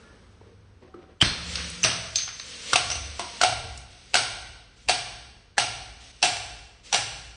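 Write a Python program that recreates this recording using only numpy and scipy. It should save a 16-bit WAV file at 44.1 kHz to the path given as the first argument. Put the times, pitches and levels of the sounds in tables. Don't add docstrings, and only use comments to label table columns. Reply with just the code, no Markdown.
import sys
import numpy as np
from scipy import signal
from scipy.fft import rfft, irfft
from scipy.io import wavfile
from scipy.ndimage import uniform_filter1d

SR = 44100
rng = np.random.default_rng(int(sys.argv[2]) if len(sys.argv) > 2 else 0)


def gain_from_decibels(decibels):
    exponent = np.asarray(decibels, float) / 20
    return 10 ** exponent


def unload_wav(signal):
    wavfile.write(
        sys.argv[1],
        SR,
        np.round(np.clip(np.atleast_2d(signal).T, -1, 1) * 32767).astype(np.int16),
    )


N = 324557


def evened(x):
    return x / np.sqrt(np.mean(x ** 2) + 1e-20)


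def read(points, hz):
    point_hz, value = np.transpose(points)
    return np.interp(np.log(hz + 1), np.log(point_hz + 1), value)


def add(mix, start_s, sound):
    part = mix[round(start_s * SR):][:len(sound)]
    part += sound[:len(part)]


def coloured(x, points, tilt_db=0.):
    hz = np.fft.rfftfreq(len(x), 1 / SR)
    gain = gain_from_decibels(read(points, hz) + tilt_db * np.log2((hz + 50) / 2000))
    return evened(irfft(rfft(x) * gain, len(x)))


def resonate(x, hz, width_hz):
    turn = np.exp(2j * np.pi * np.cumsum(hz * np.ones(len(x))) / SR)
    r = np.exp(-np.pi * width_hz / SR)
    return 2 * (turn * signal.lfilter([1 - r], [1, -r], x / turn)).real


def drone(hz, width_hz, size=N):
    x = rng.standard_normal(size)
    for _ in range(2):
        x = resonate(x, hz, width_hz)
    return evened(x / np.sqrt(uniform_filter1d(evened(x) ** 2, size=3000) + 0.11))


def ring(hz, t60_s, rise_s=0.00045):
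    t = np.arange(SR // 4) / SR
    return gain_from_decibels(-60 * t / t60_s) * (1 - np.exp(-t / rise_s)) * np.sin(2 * np.pi * hz * t)


# pitch_hz, level_db
STILL_AIR = [(76, -42.5), (130, -13.5), (178, -4.5), (308, -14.5), (428, -10.5), (665, -21), (1600, -21),
             (1820, -25), (7340, -34), (10400, -46.5), (13500, -85), (22000, -120)]
AIR_DB, AIR_DRIFT_DB_PER_S = -68, -0.57
AIR_EARLY_DB, AIR_SETTLES_S = 7, 0.38
# start_s, end_s, pitch_hz, level_db
LINGERING_TONES = [(1.22, 2.15, 172, -47), (1.22, 2.0, 228, -58), (.41, .56, 462, -58),
                   (.93, 1.0, 365, -55), (0, .15, 1393, -62), (0, .19, 1720, -64), (.2, .9, 100, -56),
                   (.05, .38, 55, -57), (3.45, 3.75, 460, -55), (.8, 1.2, 760, -65)]
# start_s, boom_db, swell_db, swell_lag_s, swell_hz
THUDS_IN_FLIGHT = [
    (1.22, -56.5, -40.5, 0.34, 73),
    (1.84, -35, -55, .2, 65),
    (2.75, -39.5, -40, 0.28, 70),
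    (3.44, -34.5, -42.5, 0.23, 62),
    (4.15, -41.5, -52, 0.31, 55),
    (4.89, -43, -54.5, 0.28, 55),
    (5.58, -39.5, -50, 0.28, 55),
    (6.23, -41.5, -50, 0.29, 55),
    (6.94, -40, -50, 0.27, 55),
]
BOOM_RISE_S, BOOM_T60_S, SWELL_S = .05, 0.94, 0.11
DEEP_REST_DB, UPPER_REST_DB, SUB_DB = -58.5, -66, -64


def building():
    t = np.arange(N) / SR
    deep, upper = gain_from_decibels(DEEP_REST_DB), gain_from_decibels(UPPER_REST_DB)
    for s, boom_db, swell_db, lag_s, _ in THUDS_IN_FLIGHT:
        since = np.maximum(t - s, 0)
        upper = upper + gain_from_decibels(boom_db - 60 * since / BOOM_T60_S) * (1 - np.exp(-since / BOOM_RISE_S))
        deep = deep + gain_from_decibels(swell_db) * np.exp(-.5 * ((t - s - lag_s) / SWELL_S) ** 2)
    swell_s = [row[0] + row[3] for row in THUDS_IN_FLIGHT]
    deep_hz = np.interp(t, swell_s, [row[4] for row in THUDS_IN_FLIGHT])
    out = deep * drone(deep_hz, 23) + upper * drone(108.2, 30) + gain_from_decibels(SUB_DB) * drone(38, 15)

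    still = coloured(rng.standard_normal(N), STILL_AIR)
    early = coloured(rng.standard_normal(N), STILL_AIR, tilt_db=1.5)
    air = gain_from_decibels(AIR_DRIFT_DB_PER_S * t) * still + gain_from_decibels(AIR_EARLY_DB) * np.exp(-t / AIR_SETTLES_S) * early
    out += gain_from_decibels(AIR_DB + 7) * air

    for start, end, hz, db in LINGERING_TONES:
        size = round((end - start) * SR)
        tone = drone(hz, 8.3, size=SR)[:size]
        add(out, start, gain_from_decibels(db) * tone * signal.windows.tukey(size, .5))
    return out


# pitch_hz, t60_s
ECHO_DECAY = [(100, 0.46), (260, 1.37), (700, 0.98), (1840, 1.09), (4850, 0.99), (9000, 0.86)]


def stairwell(count):
    hz, t, z = signal.stft(rng.standard_normal((count, SR * 3 // 2)), SR, nperseg=256)
    decay = gain_from_decibels(-60 * t / read(ECHO_DECAY, hz)[:, None]) + 1.57 * gain_from_decibels(-60 * t / 0.22)
    tails = signal.istft(z * decay, SR, nperseg=256)[1]
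    tails *= np.clip((np.arange(tails.shape[1]) / SR - .004) / 0.004, 0, 1)
    return tails / np.linalg.norm(tails, axis=1, keepdims=True)


# pitch_hz, level_db
SPLASH_SPECTRUM = [(120, -11), (200, -2.5), (407, -13.5), (480, 0.5), (726, -14.5), (2770, -1), (4400, -2),
                   (6770, -3.5), (8960, -10.5), (10400, -23.5), (13500, -58), (22000, -120)]
# fullest_s, level_db, rise_db_per_s, fall_db_per_s
DRINK_FLOWS = [
    (1.559, -35, 64.5, 26.5),
    (2.499, -42.5, 116, 35),
    (2.73, -34, 121, 57),
    (3.05, -48, 38, -16),
]
FLOW_ENDS_S = 3.45
# start_s, end_s, level_db
ROLLING_GRIT = [
    (3.882, 4.14, -53.5),
    (4.747, 4.9, -58),
    (5.985, 6.117, -50.5),
    (6.102, 6.22, -55.5),
    (6.828, 6.934, -48),
]


def splash():
    t = np.arange(N) / SR
    drop_size = gain_from_decibels(6.9 * np.minimum(rng.exponential(1, N), 5))
    drops = rng.standard_normal(N) * drop_size * (rng.random(N) < 2500 / SR)
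    hiss = 0.12 * evened(drops) + rng.standard_normal(N)
    level = sum(gain_from_decibels(db - np.maximum(rise * (s - t), fall * (t - s))) for s, db, rise, fall in DRINK_FLOWS)
    level = level * (t > BURST_HITS[0][0]) * np.clip((FLOW_ENDS_S - t) / 0.048, 0, 1)
    for start, end, db in ROLLING_GRIT:
        level = level + gain_from_decibels(db) * np.clip((t - start) / 0.031, 0, 1) * (t < end)
    return coloured(hiss, SPLASH_SPECTRUM) * level


# pitch_hz, level_db
GLASS_ON_STONE = [(88, -75), (150, -23), (234, -18), (548, -8.5), (727, -18), (1110, -10.5), (1400, -15),
                  (1860, -7.5), (4440, -6.5), (9190, -13.5), (10400, -36), (13500, -69.5), (22000, -120)]


def crack(noise, spectrum, tilt_db, t60_s):
    t = np.arange(len(noise)) / SR
    chatter = gain_from_decibels(2.4 * evened(uniform_filter1d(noise[::-1], size=30)))
    fade = gain_from_decibels(-60 * t / t60_s) * (1 - np.exp(-t / 0.001))
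    near = coloured(noise, spectrum, tilt_db) * chatter * fade
    click = signal.unit_impulse(len(t), idx=128)
    far = coloured(click, spectrum, tilt_db) * gain_from_decibels(-60 * t / .05)
    return np.array([near, evened(far) * near.std()])


# start_s, end_s, level_db
BOTTLE_SCUFFS = [
    (0.0, 0.296, -63),
    (0.387, .55, -59.5),
    (0.804, .92, -58),
    (.93, 1.165, -57),
]


def scuff():
    out = np.zeros(N)
    lumps = gain_from_decibels(2.9 * evened(uniform_filter1d(rng.standard_normal(N), size=900)))
    rub = coloured(rng.standard_normal(N), GLASS_ON_STONE, tilt_db=-8.5) * lumps
    for start, end, db in BOTTLE_SCUFFS:
        size = round((end - start) * SR)
        add(out, start, gain_from_decibels(db) * rub[round(start * SR):][:size] * signal.windows.tukey(size, .4))
    return out


# start_s, peak_db, low_hz, high_hz
SOFT_KNOCKS = [
    (0.101, -42, 333, 1820),
    (0.412, -36, 433, 902),
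    (0.485, -54, 474, 850),
    (0.824, -38, 370, 900),
    (0.848, -40.5, 340, 1090),
    (0.941, -24.5, 365, 1263),
    (1.039, -38, 310, 1440),
]


def knock(noise, low_hz, high_hz):
    modes = ring(low_hz, .06, rise_s=.005) + 1.5 * ring(high_hz, .014, rise_s=.0025)
    near, far = modes + .5 * crack(noise, GLASS_ON_STONE, -12, .03)
    return near, far


# pitch_hz, level_db
CHIP_SPECTRUM = [(350, -75), (600, -44), (1300, -16.5), (4510, -3), (5790, -7.5), (7100, -11.5),
                 (8590, -23.5), (10400, -40), (13500, -76.5), (22000, -120)]
# start_s, peak_db, ring_hz, tilt_db_per_octave, echo_db
CHIP_TICKS = [(1.5549, -14, 5360, 0, -12), (1.5718, -23.5, 5740, -11.5, 2), (1.642, -24, 5800, -7, -17),
              (1.699, -23, 7730, 35, -11.5), (2.157, -6.5, 4980, 5, -7), (2.1848, -15, 6440, -1, -5.5),
              (2.21, -46, 6200, 16, -1), (2.277, -25.5, 5130, -14, -6.5), (2.2879, -26, 6850, -10, -10.5),
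              (2.397, -23.5, 3930, -4, -10.5), (3.775, -29, 5460, 26.5, -7)]


def chip(noise, ring_hz, tilt_db):
    return crack(noise, CHIP_SPECTRUM, tilt_db, 0.024) + np.outer([.4, .1], ring(ring_hz, 0.028))


# pitch_hz, level_db
BURST_SPECTRUM = [(88, -32), (150, -19), (435, -20), (654, -12.5), (1000, -12.5), (1310, -6), (5300, -4),
                  (6790, -11), (8870, -13), (10400, -34.5), (13500, -73), (22000, -120)]
# start_s, peak_db, wall_hz, tilt_db_per_octave, echo_db
BURST_HITS = [
    (1.212, -10, 3060, -3.5, 5),
    (1.215, -2.5, 3050, 1, -32),
    (1.223, -3.5, 3260, -2.5, -15.5),
    (1.239, -19, 4200, 1, 11.5),
    (1.251, -20.5, 3520, -24.5, 11),
    (1.832, -14, 6000, -2, 9.5),
    (1.839, -5, 2720, 6, -2),
    (1.846, -6, 5760, -3.5, -4),
    (1.858, -16, 5030, 5, 2),
    (1.902, -16.5, 2790, -3, 1.5),
]


def burst(noise, wall_hz, tilt_db):
    return crack(noise, BURST_SPECTRUM, tilt_db, 0.016) + np.outer([1.5, .5], ring(wall_hz, 0.014))


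def hollow(x, air_hz):
    back = np.zeros(round(SR / air_hz) + 5)
    back[0] = 1
    back[-10:] = -.45 / 10
    return signal.lfilter([1], back, x)


WET_HZ, DRY_HZ, DRAINS_S = 682, 810, (2.9, 4.8)
FOLLOW_HZ, FOLLOW_S = 734, .137


def with_air_pitch(drops):
    s = np.transpose(drops)[0]
    first_end = np.diff(s, prepend=0) > FOLLOW_S
    hz = np.where(first_end, np.interp(s, DRAINS_S, (WET_HZ, DRY_HZ)), FOLLOW_HZ)
    return [(*row[:-1], air_hz, row[-1]) for row, air_hz in zip(drops, hz)]


# start_s, peak_db, wall_hz, air_db, echo_db
TUBE_DROPS = [(2.732, -5.5, 1345, -21, -10.5), (2.757, -4, 2620, -5, -6), (2.901, -14.5, 5280, -13, -6),
              (2.914, -15, 5720, -9, -8.5), (2.954, -19.5, 4980, -2, -4), (3.194, -15.5, 1075, -1, -3.5),
              (3.413, -6, 1420, -6.5, -4.5), (3.434, -3, 1364, 0.5, -6), (3.446, -9, 2720, 10, 0.5),
              (3.524, -19, 1290, -9, -1.5), (4.142, -3, 2666, -3, -6), (4.153, -5.5, 1500, -5, -1),
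              (4.886, -8.5, 2638, -7.5, 1), (4.894, -5, 4530, 1.5, -5), (5.58, -4.5, 1696, -4, -8),
              (5.587, -11.5, 2660, -1, 4.5), (6.227, -4.5, 5520, -7.5, -4), (6.235, -8.5, 2720, 0.5, 0.5),
              (6.368, -18, 2300, 4, -21), (6.927, -7.5, 5880, -6.5, 0.5), (6.944, -5.5, 2850, -4, -6)]
# multiple, level_db, t60_s
TUBE_AIR = [(1, -1, 0.039), (1.092, -2, 0.02)]
# pitch_hz, level_db, t60_s
TUBE_WALL_MODES = [(1135, -20, 0.023), (1398, -18.5, 0.075), (1994, -25.5, 0.016), (2720, -13.5, 0.053),
                   (4466, -16, 0.0053), (5720, -13.5, 0.036)]


def landing(noise, wall_hz, air_db, air_hz):
    knocking = hollow(crack(noise, GLASS_ON_STONE, 0, 0.035), air_hz)
    nearest = ring(wall_hz, 0.021)
    walls = sum(gain_from_decibels(db + 4.5 * np.tanh(luck)) * ring(hz * (1 + .02 * np.tanh(bend)), t60)
                for (hz, db, t60), luck, bend in zip(TUBE_WALL_MODES, noise, noise[::-1]))
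    air = gain_from_decibels(air_db) * sum(gain_from_decibels(db) * ring(air_hz * k, t60, rise_s=0.0029) for k, db, t60 in TUBE_AIR)
    modes = np.outer([.8, .3], nearest) + np.outer([.7, .8], walls) + np.outer([1.2, .6], air)
    return 0.66 * knocking + modes


# start_s, level_db, pitch_hz, t60_s, echo_db
RINGING_PIECES = [(1.2145, -7, 3150, .045, -20), (1.832, -12, 6170, .03, -5), (2.160, -13, 6266, .025, -1),
                  (2.166, -17, 6266, .15, -3), (2.902, -16, 5750, .014, 1), (2.918, -18, 6080, .02, 2),
                  (1.846, -22, 655, .08, 1.5), (2.732, -14, 1150, .03, -2), (3.195, -24, 960, .03, 1.5),
                  (1.2262, -15, 160, .045, -12), (1.225, -22, 115, .1, -8), (1.2265, -24, 300, .03, -8),
                  (1.84, -30, 120, .1, -4), (2.74, -30, 120, .1, -4), (4.87, -36, 58, .15, -10),
                  (3.195, -32, 350, .05, 0)]


def glass():
    heard = []
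    sources = ((burst, BURST_HITS), (landing, with_air_pitch(TUBE_DROPS)), (chip, CHIP_TICKS))
    for source, rows in sources:
        for s, db, *colour, echo_db in rows:
            near, far = source(rng.standard_normal(SR // 4), *colour)
            gain = gain_from_decibels(db) / abs(near).max()
            heard.append((s, gain * near, gain * gain_from_decibels(echo_db + 4.5) * far))
    for s, db, hz, t60, echo_db in RINGING_PIECES:
        tone = gain_from_decibels(db) * ring(hz, t60)
        heard.append((s, tone, gain_from_decibels(echo_db) * tone))
    for s, db, low_hz, high_hz in SOFT_KNOCKS:
        near, far = knock(rng.standard_normal(SR // 4), low_hz, high_hz)
        heard.append((s, gain_from_decibels(db - 4) * near, gain_from_decibels(db - 8) * far))

    dry, sends = np.zeros(N), np.zeros((4, N))
    for k, (s, near, far) in enumerate(heard):
        add(dry, s, near)
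        add(sends[k % 4], s, far)
    echoes = signal.oaconvolve(sends, stairwell(count=4), axes=1)[:, :N]
    return dry + echoes.sum(0)


def scene():
    return (building() + splash() + scuff() + glass())[None]


def band_limit(x):
    return signal.sosfilt(signal.butter(12, 10740, fs=SR, output="sos"), x)


def record(dry):
    edge_hz, thin_tone_hz, gap_ends_s = 10750, 7752, 6.22
    hz, t, z = signal.stft(dry, SR, nperseg=512)
    power = uniform_filter1d(abs(z) ** 2, size=3)
    smear = np.sqrt(abs(uniform_filter1d(power, size=9, axis=1)))
    z = z + gain_from_decibels(-14) * smear * np.exp(2j * np.pi * rng.random(z.shape))

    top = np.sqrt((abs(z[:, (hz > 8000) & (hz < 9500)]) ** 2).mean(1))
    slope = np.gradient(np.log(top + 1e-9), axis=1)
    falling = uniform_filter1d(slope, size=9) < .015
    gap_open = uniform_filter1d(falling * 1., size=3)[:, None] * (t < gap_ends_s)
    gap = np.exp(-((hz - 7350) / 300) ** 4)[:, None] * gap_open
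    patches = uniform_filter1d(rng.standard_normal(z.shape), size=25)
    patches = evened(uniform_filter1d(patches, size=2, axis=1))
    thin_db = np.exp(-((hz - 6800) / 400) ** 4)[:, None] * (3 + 9 * np.maximum(patches, 0))
    edge_db = 70 * np.clip((hz - edge_hz + 800) / 1300, 0, 2)[:, None] ** 2
    z = z * gain_from_decibels(-45 * gap - thin_db - edge_db)

    out = signal.istft(z, SR, nperseg=512)[1][:, :N]
    seconds = np.arange(N) / SR
    out = out + 1.8 * np.interp(seconds, t, top[0]) * np.sin(2 * np.pi * thin_tone_hz * seconds)
    bass_cut = signal.butter(2, 38, "high", fs=SR, output="sos")
    out = signal.sosfilt(bass_cut, out)
    return band_limit(out)


dry = scene()
out = record(dry)
unload_wav(out)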